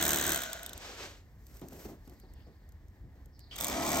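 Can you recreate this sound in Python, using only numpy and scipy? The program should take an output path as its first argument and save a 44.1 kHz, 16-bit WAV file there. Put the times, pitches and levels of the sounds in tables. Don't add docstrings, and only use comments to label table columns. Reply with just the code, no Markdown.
import sys
import numpy as np
from scipy import signal
from scipy.fft import rfft, irfft
from scipy.io import wavfile
from scipy.ndimage import uniform_filter1d

SR = 44100
rng = np.random.default_rng(int(sys.argv[2]) if len(sys.argv) > 2 else 0)


def dump(signal):
    limited = np.clip(np.atleast_2d(signal).T, -1, 1)
    pcm = np.round(limited * 32767).astype(np.int16)
    wavfile.write(sys.argv[1], SR, pcm)


N = 176400
T = np.arange(N) / SR
STROKE_HZ = 37.4
RESTART_S = 3.51


def electric_knife():
    # centre_hz, width_hz, added_gain_db
    resonances = [(345, 56, -12.5), (677, 80, -8), (1460, 110, -10), (3460, 130, -5.5), (6540, 290, -7.5),
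                  (8080, 380, -2)]
    runs = coasting_run() + starting_run()
    click = trigger_click()
    rattle = runs + standout_clacks()
    ringing = sum(amp(db) * resonate(rattle, hz, width) for hz, width, db in resonances)
    return amp(-1) * (rattle + ringing) + gearbox_ring() + click


def coasting_run():
    # time_s, body_db, rasp_db
    effort = [(0, -39.5, -39), (.095, -34.5, -39.5), (.22, -41, -39), (.29, -36, -39), (.37, -44, -42),
              (.5, -56, -51), (.6, -59, -55), (0.679, -60, -62.5), (0.789, -57.5, -72)]
    # time_s, level_db
    force = [(0, -24), (.05, -17.5), (.13, -18.5), (.25, -25.5), (.322, -20), (.4, -31.5), (.47, -58)]
    # stroke_rate_multiple, level_db
    orders = [(2, -6.5), (4, -10), (5, -16.5), (6, -23), (7, -8.5), (8, -12.5), (9, -4.5), (14, -13),
              (17, -25), (19, -19)]
    # frequency_hz, gain_db
    body = [(60, -18), (150, -1), (300, 0.5), (420, 0), (600, -1), (850, -4.5), (1100, -5), (1500, -27)]
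    # frequency_hz, gain_db
    rasp = [(700, -24.5), (1100, -3.5), (1500, 4), (2050, -0.5), (2500, -6), (3600, -1), (4900, -8.5),
            (6600, -3.5), (8300, -12), (12000, -12), (14000, -11.5), (16000, -12)]
    release_s, stop_s, coast_s = .335, .8, .37
    speed = np.exp(-np.maximum(T - release_s, 0) / coast_s) * (T < stop_s)
    strokes = count_strokes(speed, reversal_s=.1324)
    whirr = gear_whirr(speed, strokes, effort, orders, body, rasp,
                       tone_db=-3.5, body_db=-.5, rasp_db=5, pulsing=.23)
    return whirr + blade_clacks(speed, strokes, force)


def starting_run():
    # time_s, body_db, rasp_db
    effort = [(3.519, -68, -63), (3.609, -48.5, -48.5), (3.699, -38.5, -41.5), (3.79, -37, -42),
              (3.9, -34.5, -38.5), (4, -33, -38.5)]
    # time_s, level_db
    force = [(3.55, -31.5), (3.68, -24), (3.76, -51), (3.81, -40), (3.87, -27.5), (4, -26.5)]
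    # stroke_rate_multiple, level_db
    orders = [(2, -13), (4, -21), (5, -10.5), (6, -14), (7, -7.5), (8, -11.5), (9, -12.5), (16, -20.5),
              (17, -11), (18, -16), (19, -7.5), (24, -14.5), (30, -19), (35, -12)]
    # frequency_hz, gain_db
    body = [(70, -19), (165, 0.5), (300, -0.5), (470, -3.5), (660, 1), (900, -1), (1100, -1), (1500, -33)]
    # frequency_hz, gain_db
    rasp = [(700, -20), (1100, -3), (1350, 0.5), (1650, -5), (2100, 1), (2600, -6.5), (3400, -6),
            (4200, -7.5), (5900, -4.5), (7300, -11), (8300, -10.5), (12000, -10.5), (16000, -24.5)]
    spin_up_s = .075
    speed = 1 - np.exp(-np.maximum(T - RESTART_S, 0) / spin_up_s)
    strokes = count_strokes(speed, reversal_s=3.9448)
    whirr = gear_whirr(speed, strokes, effort, orders, body, rasp,
                       tone_db=-2.5, body_db=1, rasp_db=3.5, pulsing=.18)
    return whirr + blade_clacks(speed, strokes, force)


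def count_strokes(speed, reversal_s):
    strokes = np.cumsum(STROKE_HZ * speed * (1 + .004 * drift(20))) / SR
    return strokes - np.interp(reversal_s, T, strokes)


def gear_whirr(speed, strokes, effort, orders, body, rasp, tone_db, body_db, rasp_db, pulsing):
    running = uniform_filter1d((speed > 0) * 1., 400)
    tones = 0
    for multiple, db in orders:
        peak = np.sqrt(2) * amp(db + 2.5 * drift(14))
        tones += peak * np.cos(2 * np.pi * (multiple * strokes + rng.random((2, 1))))
    swell = unit(1 + pulsing * np.cos(2 * np.pi * 2 * (strokes - .05)))
    low = amp(tone_db) * tones + amp(body_db) * colour(gear_teeth(strokes) * swell, body)
    grit = gear_teeth(strokes) * swell * unit(amp(2.5 * drift(600)))
    high = amp(rasp_db) * handle_ring(colour(grit, rasp))
    return running * (low * amp(curve(effort, column=1)) + high * amp(curve(effort, column=2)))


def gear_teeth(strokes):
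    uneven_db, repeat_share = 3, .32
    size = int(SR / STROKE_HZ)
    impacts = unit(amp(uneven_db * np.repeat(rng.standard_normal(size), 40)[:size]))
    pattern = impacts * rng.standard_normal((2, size))
    position = (strokes % 1 * size).astype(int) % size
    return np.sqrt(repeat_share) * pattern[:, position] + np.sqrt(1 - repeat_share) * noise()


def handle_ring(x):
    t60_s, ring_gain = .051, amp(-4)
    ring = rng.standard_normal((2, 4096)) * amp(-60 * T[:4096] / t60_s)
    ring *= ring_gain / np.linalg.norm(ring, axis=1, keepdims=True)
    return (x + signal.oaconvolve(x, ring, axes=1)[:, :N]) / np.sqrt(1 + ring_gain ** 2)


def blade_clacks(speed, strokes, force):
    # frequency_hz, gain_db
    steel = [(200, -25.5), (700, -8), (1500, -9.5), (2600, -21), (3650, -4), (4900, -11), (6600, 4),
             (7300, -1), (8150, 3), (9000, 2.5), (12000, -3.5), (13700, 4.5), (16000, -4)]
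    jitter_s, scatter_db, rise_s = .0003, .6, .00054
    hits = []
    for phase, accent_db in ((0, 0), (.47, -2)):
        at = np.flatnonzero(np.diff(np.floor(strokes - phase)) > 0)
        late, strong = rng.standard_normal((200, 2))[:len(at)].T
        speed_db = 20 * np.log10(speed[at] + 1e-6)
        level_db = curve(force)[at] + accent_db + scatter_db * strong + speed_db
        hits += zip(T[at] + jitter_s * late, level_db)
    strike = bursts([(s, db, .0011) for s, db in hits], rise_s)
    ring = bursts([(s, db - 13.5, .0086) for s, db in hits], rise_s)
    return colour(strike + ring, steel)


def standout_clacks():
    # start_s, level_db
    knocks = [(0.0255, -21), (0.3592, -25.5), (0.4181, -30.5), (.434, -29), (0.5301, -28.5), (0.631, -34.5),
              (0.6618, -31.5), (0.693, -39), (0.7317, -35), (0.7766, -39), (3.563, -36), (3.586, -32),
              (3.6088, -23), (3.626, -31), (3.6442, -22.5)]
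    # frequency_hz, gain_db
    knock_colour = [(300, -13.5), (700, -0.5), (2700, -8.5), (3550, 9.5), (4600, -3.5), (8200, 4.5),
                    (13000, 3), (16000, -3)]
    strikes = [(s, db, .0019) for s, db in knocks]
    rings = [(s, db - 16.5, .007) for s, db in knocks]
    return colour(bursts(strikes + rings, rise_s=.0012), knock_colour)


def gearbox_ring():
    # centre_hz, width_hz
    modes = [(655, 120.5), (1475, 141)]
    # time_s, level_db
    fade = [(.3, -48), (.57, -53), (.77, -64), (.9, -110)]
    ringing = sum(unit(resonate(resonate(noise(), hz, width), hz, width)) for hz, width in modes)
    return ringing * amp(curve(fade))


def trigger_click():
    # frequency_hz, gain_db
    click_colour = [(300, -11), (2000, -17), (2700, -3), (3200, 10), (3700, -8), (5000, -2), (7000, -43),
                    (16000, -28)]
    level_db, t60_s = -49, .54
    return colour(bursts([(RESTART_S, level_db, t60_s / np.log(1000))], rise_s=.0024), click_colour)


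def sleeve_swish():
    # time_s, level_db
    swell = [(.76, -57), (.85, -45.5), (.91, -47), (.965, -49.5), (1.04, -41.5), (1.1, -52.5),
             (1.17, -59.5), (1.3, -84.5)]
    # frequency_hz, gain_db
    cloth = [(80, -17), (250, 0), (550, 2.5), (900, -2.5), (1500, -3), (2500, -5), (6000, -7),
             (8500, -14.5), (12000, -19.5), (16000, -28.5)]
    return rub(swell, cloth, grain_db=0, grain_hz=890, patchy_db=1.2)


def fillet_slide():
    # time_s, level_db
    swell = [(1.36, -79), (1.48, -65), (1.58, -57.5), (1.65, -69), (1.73, -55.5), (1.85, -54), (1.93, -65),
             (2, -75.5), (2.1, -70.5), (2.2, -69), (2.26, -92)]
    # frequency_hz, gain_db
    flesh = [(150, -0.5), (400, 16), (900, 4), (1800, 2.5), (3500, -5.5), (5500, 1), (8000, -2),
             (13000, 0.5), (16000, -5.5)]
    return rub(swell, flesh, grain_db=2, grain_hz=900, patchy_db=2)


def board_bumps():
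    # start_s, level_db, decay_s
    bumps = [(1.615, -40.5, 0.036), (1.72, -46, 0.047), (1.848, -42.5, 0.033), (1.885, -46, 0.031),
             (1.915, -47, 0.035), (2.072, -49, 0.028), (2.117, -53.5, 0.021), (2.232, -55, 0.041),
             (2.298, -61, 0.045), (2.466, -51.5, 0.04), (3.152, -57, 0.037)]
    # frequency_hz, gain_db
    board = [(50, -22), (120, -2), (185, 0.5), (350, 1.5), (500, -7.5), (700, -9.5), (1100, -20),
             (2000, -31.5), (6000, -35)]
    return colour(bursts(bumps, rise_s=.0031), board)


def wet_ticks():
    # start_s, relative_level_db
    ticks = [(1.4672, -40), (1.569, -39), (1.595, -41), (1.6137, -42), (1.685, -36.5), (1.7301, -38),
             (2.0758, -44), (2.0963, -42), (2.199, -44), (2.336, -45.5), (2.69, -47.5), (2.721, -48),
             (2.883, -54), (3.258, -46.5), (3.3924, -39), (3.403, -49)]
    # frequency_hz, gain_db
    tick_colour = [(400, -9), (1500, -13), (3500, -7), (5500, -3), (8000, -0.5), (13000, 2.5), (16000, -20)]
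    return amp(-11.5) * colour(bursts([(s, db, .0025) for s, db in ticks], rise_s=.0006), tick_colour)


def outdoor_bed():
    # frequency_hz, gain_db
    rumble_colour = [(20, -30), (33, -12.5), (45, 1.5), (75, 1.5), (110, -6), (170, -15), (300, -19.5),
                     (600, -35.5), (1500, -59.5)]
    # frequency_hz, gain_db
    air_colour = [(150, 8), (450, 2.5), (800, 2), (1400, -7), (1850, 0.5), (2600, -17), (4800, -15),
                  (7000, -20.5), (16000, -18.5)]
    lumps = unit(amp(2.2 * drift(7)))
    rumble = amp(-52.5) * colour(noise(), rumble_colour) * lumps
    hiss = amp(-68) * colour(noise(), air_colour) * unit(amp(1.5 * drift(12)))
    return rumble + hiss


def far_twitter():
    # start_s, length_s, pitch_hz, relative_level_db
    notes = [(1.902, 0.85, 4680, -79.5), (2.326, 0.13, 3100, -77), (3.308, 0.27, 4720, -71.5)]
    blur_hz, warble_depth = 670, .055
    blur = np.array([drift(blur_hz), drift(blur_hz)])
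    warbled_time = np.cumsum(1 + warble_depth * drift(25.7)) / SR
    song = np.zeros(N)
    for start, length, hz, db in notes:
        arch = np.sin(np.pi * np.clip((T - start) / length, 0, 1))
        song += amp(db) * arch * np.sin(2 * np.pi * hz * warbled_time)
    flicker = unit(amp(3 * drift(40)))
    return 2 * song * blur * flicker


def rub(swell, spectrum, grain_db, grain_hz, patchy_db):
    grains = unit(amp(grain_db * drift(grain_hz) + patchy_db * drift(30)))
    return colour(noise() * grains * amp(curve(swell)), spectrum)


def bursts(rows, rise_s):
    power = np.zeros(N)
    for start, db, decay in rows:
        at = slice(max(int(start * SR), 0), max(int((start + rise_s + 10 * decay) * SR), 0))
        t = np.maximum(T[at] - start, 0)
        envelope = np.minimum(t / rise_s, 1) * np.exp(-np.maximum(t - rise_s, 0) / decay)
        power[at] += (amp(db) * envelope) ** 2
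    return np.sqrt(power) * noise()


def colour(x, points):
    hz = np.fft.rfftfreq(8192, 1 / SR) + 1
    octaves_out = np.maximum(np.log2(points[0][0] / hz), 0) + np.maximum(np.log2(hz / points[-1][0]), 0)
    log_gain = np.log(amp(np.maximum(spectrum_at(points, hz) - 20 * octaves_out, -100)))
    mirrored = np.r_[log_gain, log_gain[-2:0:-1]]
    taps = np.fft.ifft(np.exp(np.conj(signal.hilbert(mirrored)))).real[:4096]
    return signal.oaconvolve(x, taps[None] / np.linalg.norm(taps), axes=1)[:, :N]


def resonate(x, hz, width_hz):
    return signal.lfilter(*signal.iirpeak(hz, hz / width_hz, SR), x)


def noise():
    return rng.standard_normal((2, N))


def drift(hz):
    f = np.fft.rfftfreq(N, 1 / SR)
    return unit(irfft(rfft(rng.standard_normal(N)) * np.exp(-(f / hz) ** 2), N))


def curve(rows, column=1):
    rows = np.array(rows)
    return np.interp(T, rows[:, 0], rows[:, column])


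def spectrum_at(points, hz):
    f, value = np.transpose(points)
    return np.interp(np.log(hz + 1), np.log(f), value)


def amp(db):
    return 10 ** (np.asarray(db) / 20)


def unit(x):
    return x / np.sqrt(np.mean(x ** 2) + 1e-20)


def scene():
    # frequency_hz, side_minus_mid_db
    width = [(60, -16), (250, -16.5), (450, -11.5), (750, -6), (1400, -4.5), (2600, 0.5), (5000, -3),
             (8000, 0), (13000, -3.5)]
    # frequency_hz, share
    port_lag = [(100, 0.22), (700, .8), (1500, .75), (3500, .3), (8000, .7)]
    knife = electric_knife()
    handling = sleeve_swish() + fillet_slide() + board_bumps() + wet_ticks()
    mid, diffuse = rfft(knife + handling + outdoor_bed() + far_twitter())
    hz = np.fft.rfftfreq(N, 1 / SR)
    share = spectrum_at(port_lag, hz)
    side = amp(spectrum_at(width, hz)) * (1j * share * mid + np.sqrt(1 - share ** 2) * diffuse)
    return irfft(np.array([mid + side, mid - side]), N)


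def record(dry):
    # frequency_hz, gain_db
    notch = [(8500, -1), (9300, -11), (10000, -25.5), (10800, -11.5), (11700, 0)]
    cutoff_hz = 15950
    heard = irfft(rfft(dry) * amp(spectrum_at(notch, np.fft.rfftfreq(N, 1 / SR))), N)
    low_pass = signal.firwin(301, cutoff_hz, window=("kaiser", 8), fs=SR)
    return signal.oaconvolve(heard, low_pass[None], "same")


dry = scene()
out = record(dry)
dump(out)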